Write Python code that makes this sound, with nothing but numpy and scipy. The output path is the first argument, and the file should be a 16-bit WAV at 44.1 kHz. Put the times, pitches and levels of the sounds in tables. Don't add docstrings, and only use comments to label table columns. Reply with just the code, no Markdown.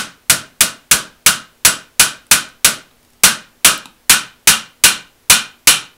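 import sys
import numpy as np
from scipy import signal
from scipy.fft import rfft, irfft
from scipy.io import wavfile

SR = 44100
rng = np.random.default_rng(int(sys.argv[2]) if len(sys.argv) > 2 else 0)


def persist_wave(psi):
    counts = np.round(np.clip(psi, -1, 1) * 32767).astype(np.int16)
    wavfile.write(sys.argv[1], SR, np.atleast_2d(counts).T)


N = 263256
RING_SAMPLES, ROOM_SAMPLES, LEAD_SAMPLES = SR // 5, SR // 2, SR // 5


def from_db(db):
    return 10 ** (np.asarray(db) / 20)


def at_hz(points, hz):
    known_hz, values = np.transpose(points)
    return np.interp(np.log(np.maximum(hz, 1)), np.log(known_hz), values)


def coloured(sound, spectrum):
    hz = np.fft.rfftfreq(len(sound), 1 / SR)
    return irfft(rfft(sound) * from_db(at_hz(spectrum, hz)), len(sound))


def fade(t60_s, samples):
    return np.exp(-np.log(1000) * np.arange(samples) / (SR * t60_s))


def add(track, sound, start_s):
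    start = max(round(start_s * SR) + LEAD_SAMPLES, 0)
    part = sound[:len(track) - start]
    track[start:start + len(part)] += part


def blend(kept, share):
    return np.sqrt(share) * kept + np.sqrt(1 - share) * rng.standard_normal(len(kept))


def pulse(spectrum):
    hz = np.fft.rfftfreq(RING_SAMPLES, 1 / SR)
    cepstrum = irfft(np.log(from_db(at_hz(spectrum, hz))), RING_SAMPLES)
    cepstrum[1:RING_SAMPLES // 2] *= 2
    cepstrum[RING_SAMPLES // 2 + 1:] = 0
    return irfft(np.exp(rfft(cepstrum)), RING_SAMPLES)


def crack(noise, t60_s):
    # frequency in Hz, spectral density in dB.
    dense_modes = [(100, -28), (1000, -5.5), (2500, 4), (5000, 2.5), (8000, 3.5), (10300, 5), (11500, -1),
                   (16000, -9.5)]
    envelope = fade(t60_s, RING_SAMPLES)
    return coloured(noise, dense_modes) * envelope / np.linalg.norm(envelope)


def ring(modes, spread_db=1.5):
    hz, width_hz, level_db = np.transpose(modes)[:, :, None]
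    t = np.arange(RING_SAMPLES) / SR
    height = from_db(level_db + spread_db * rng.standard_normal(hz.shape)) * 2 * np.pi * width_hz / SR
    sign = (-1) ** np.arange(len(hz))[:, None]
    return np.sum(sign * height * np.exp(-np.pi * width_hz * t) * np.sin(2 * np.pi * hz * t), axis=0)


def brighter(sound, treble_db):
    top = signal.lfilter([.5, -.5], [1], sound)
    return sound + (from_db(treble_db) - 1) * top


def workshop(walls, bands=14):
    # frequency in Hz, reverberation T60 in seconds.
    decay_times = [(60, 0.26), (160, 0.39), (420, 0.36), (1400, 0.32), (3000, .31), (7500, 0.23),
                   (11000, 0.18), (15500, .15)]
    hz = np.fft.rfftfreq(ROOM_SAMPLES, 1 / SR)
    centres_hz = np.geomspace(60, 15500, bands)
    spectrum, echoes = rfft(walls), 0
    for centre_hz, selector in zip(centres_hz, np.eye(bands)):
        weight = at_hz(np.column_stack([centres_hz, selector]), hz)
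        band = irfft(spectrum * weight, ROOM_SAMPLES)
        echoes = echoes + band * fade(at_hz(decay_times, centre_hz), ROOM_SAMPLES)
    return echoes / np.linalg.norm(echoes)


def hammer(walls):
    # start in seconds, strength in dB, hammer-head ring in dB.
    blows = [(-0.068, -4.5, -4), (0.2978, -8.5, -6.5), (0.6072, -8.5, -9), (0.9125, -6.5, -8),
             (1.2623, -5, 2.5), (1.6496, -5, 13.5), (1.9959, -4.5, 11.5), (2.3124, -4, -7),
             (2.6458, -6.5, 3.5), (3.2354, -1.5, -1.5), (3.6468, -1.5, -1.5), (4.0959, -1.7, -9),
             (4.4733, -1.27, -8.5), (4.838, -1.5, 2.5), (5.2987, -0.5, -2), (5.6725, -1.46, 11)]
    # frequency in Hz, width in Hz, level in dB.
    frame_modes = [(1112, 10, 0), (1140, 45, -5.5), (1279, 13, 9.5), (1405, 120, 6.5), (1474, 130, 5),
                   (1480.5, 46, 9), (1613, 100, 6), (1697, 81, 3)]
    lever_modes = [(2343, 40, 4), (2388, 100, 5), (2647, 100, -1), (2786, 79, 4), (2906, 73, 2),
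                   (2984, 160, 3), (3173, 29, 1), (3476, 54, -3), (4346, 220, -4.5), (5570, 43, 0.5)]
    head_modes = [(7960, 30, -2), (9440, 83, -4.5), (10200, 90, -1)]
    bench_modes = [(71.4, 26, -7), (142, 63, -6), (231, 41, -1.5), (272, 51, -4), (648, 70, -1.5),
                   (996, 22, -15)]
    # frequency in Hz, spectral density in dB.
    contact_spectrum = [(40, -19.5), (150, -10), (400, -11.5), (900, -3.5), (1400, 2.5), (2000, 0),
                        (3000, -1), (4000, 0), (4900, 0.5), (7000, 1), (10000, 6), (11200, -0.5),
                        (13000, -2.5), (16000, -9)]
    # time in seconds, damping in dB re an easy grip.
    grip = [(0.3, 5), (0.9, -0.5), (1.65, 0.5), (2.65, 3.5), (3.2, -0.5), (3.65, -2), (4.8, 1.5), (5.7, 2)]
    blow_db, crack_db, low_thud_db, low_thud_delay_s = 31, 4.5, -6.5, .028
    track = np.zeros(LEAD_SAMPLES + N)
    spot = rng.standard_normal(RING_SAMPLES)
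    contact = pulse(contact_spectrum)
    travel = np.cumsum([from_db(strength_db) for _, strength_db, _ in blows])
    for (start_s, strength_db, head_db), seated in zip(blows, travel / travel[-1]):
        damping_db = np.interp(start_s, *np.transpose(grip))
        frame_db = 5.3 + 0.32 * strength_db - 9 * seated - damping_db
        lever_db = -5 + 0.19 * strength_db + 9.5 * seated
        bench_db = -0.23 - 0.66 * strength_db - 3.5 * seated
        treble_db = -1.5 - 0.31 * strength_db + .3 * seated
        metal = (from_db(frame_db) * ring(frame_modes)
                 + from_db(lever_db) * ring(lever_modes)
                 + from_db(head_db) * ring(head_modes))
        thump = from_db(bench_db) * ring(bench_modes)
        direct = from_db(crack_db) * crack(blend(spot, share=.75), t60_s=0.075) + metal + thump
        echoes = workshop(blend(walls, share=.6))
        reflected = signal.fftconvolve(contact + metal + thump, echoes)
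        force = from_db(blow_db + strength_db)
        add(track, force * brighter(direct, treble_db), start_s)
        add(track, force * brighter(reflected, treble_db), start_s)
        low_thud = from_db(bench_db + low_thud_db) * ring(bench_modes[:1])
        add(track, force * low_thud, start_s + low_thud_delay_s)
    return track[LEAD_SAMPLES:]


def room_tone(air_db=-53.5):
    # frequency in Hz, relative spectral density in dB.
    air_spectrum = [(25, 3), (70, -2), (180, -7), (400, -6.5), (800, -10), (1400, -12), (3000, -14.5),
                    (7000, -18.5), (11000, -19), (15500, -20)]
    # frequency in Hz, RMS level in dB.
    hum_partials = [(241, -66), (482, -76)]
    t = np.arange(N) / SR
    air = coloured(rng.standard_normal(N), air_spectrum)
    hum = sum(from_db(db) * np.sqrt(2) * np.sin(2 * np.pi * hz * t) for hz, db in hum_partials)
    return from_db(air_db) * air / air.std() + hum


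def loose_parts(walls, tick_t60_s=.012, room_db=-7):
    # start in seconds, tick level in dB, knock level in dB.
    knocks = [(2.267, -25, -12.5), (2.489, -23.5, -28), (2.912, -42, -6.5), (3.857, -13, 14)]
    # frequency in Hz, width in Hz, level in dB.
    part_modes = [(150, 45, -11), (272, 40, -1), (870, 130, -6.5), (1290, 40, -5.5), (2450, 130, -10),
                  (3850, 350, -9)]
    regrip_start_s, regrip_end_s, regrip_db, regrip_ticks = 3.015, 3.135, -30.5, 4
    track = np.zeros(LEAD_SAMPLES + N)
    for start_s, tick_db, knock_db in knocks:
        tick = crack(rng.standard_normal(RING_SAMPLES), tick_t60_s)
        add(track, from_db(tick_db) * tick + from_db(knock_db) * ring(part_modes), start_s)
    scatter = (np.arange(regrip_ticks) + rng.random(regrip_ticks)) / regrip_ticks
    for start_s in regrip_start_s + (regrip_end_s - regrip_start_s) * scatter:
        tick = crack(rng.standard_normal(RING_SAMPLES), tick_t60_s)
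        add(track, from_db(regrip_db) * tick, start_s)
    touches = track[LEAD_SAMPLES:]
    return touches + from_db(room_db) * signal.fftconvolve(touches, workshop(walls))[:N]


def snap(start_s=3.7785, level_db=-4):
    track = np.zeros(LEAD_SAMPLES + N)
    add(track, from_db(level_db) * pulse([(3000, -20), (9000, -1), (15000, 2)]), start_s)
    return track[LEAD_SAMPLES:]


def scene():
    walls = rng.standard_normal(ROOM_SAMPLES)
    return (hammer(walls) + loose_parts(walls) + snap() + room_tone())[None]


def record(dry):
    ceiling, hardness, cutoff_hz = from_db(-0.87), 5.0, 15780
    clipped = dry / (1 + np.abs(dry / ceiling) ** hardness) ** (1 / hardness)
    low_pass = signal.firwin(401, cutoff_hz, fs=SR)
    return signal.fftconvolve(clipped, low_pass[None], mode="same")


dry = scene()
out = record(dry)
persist_wave(out)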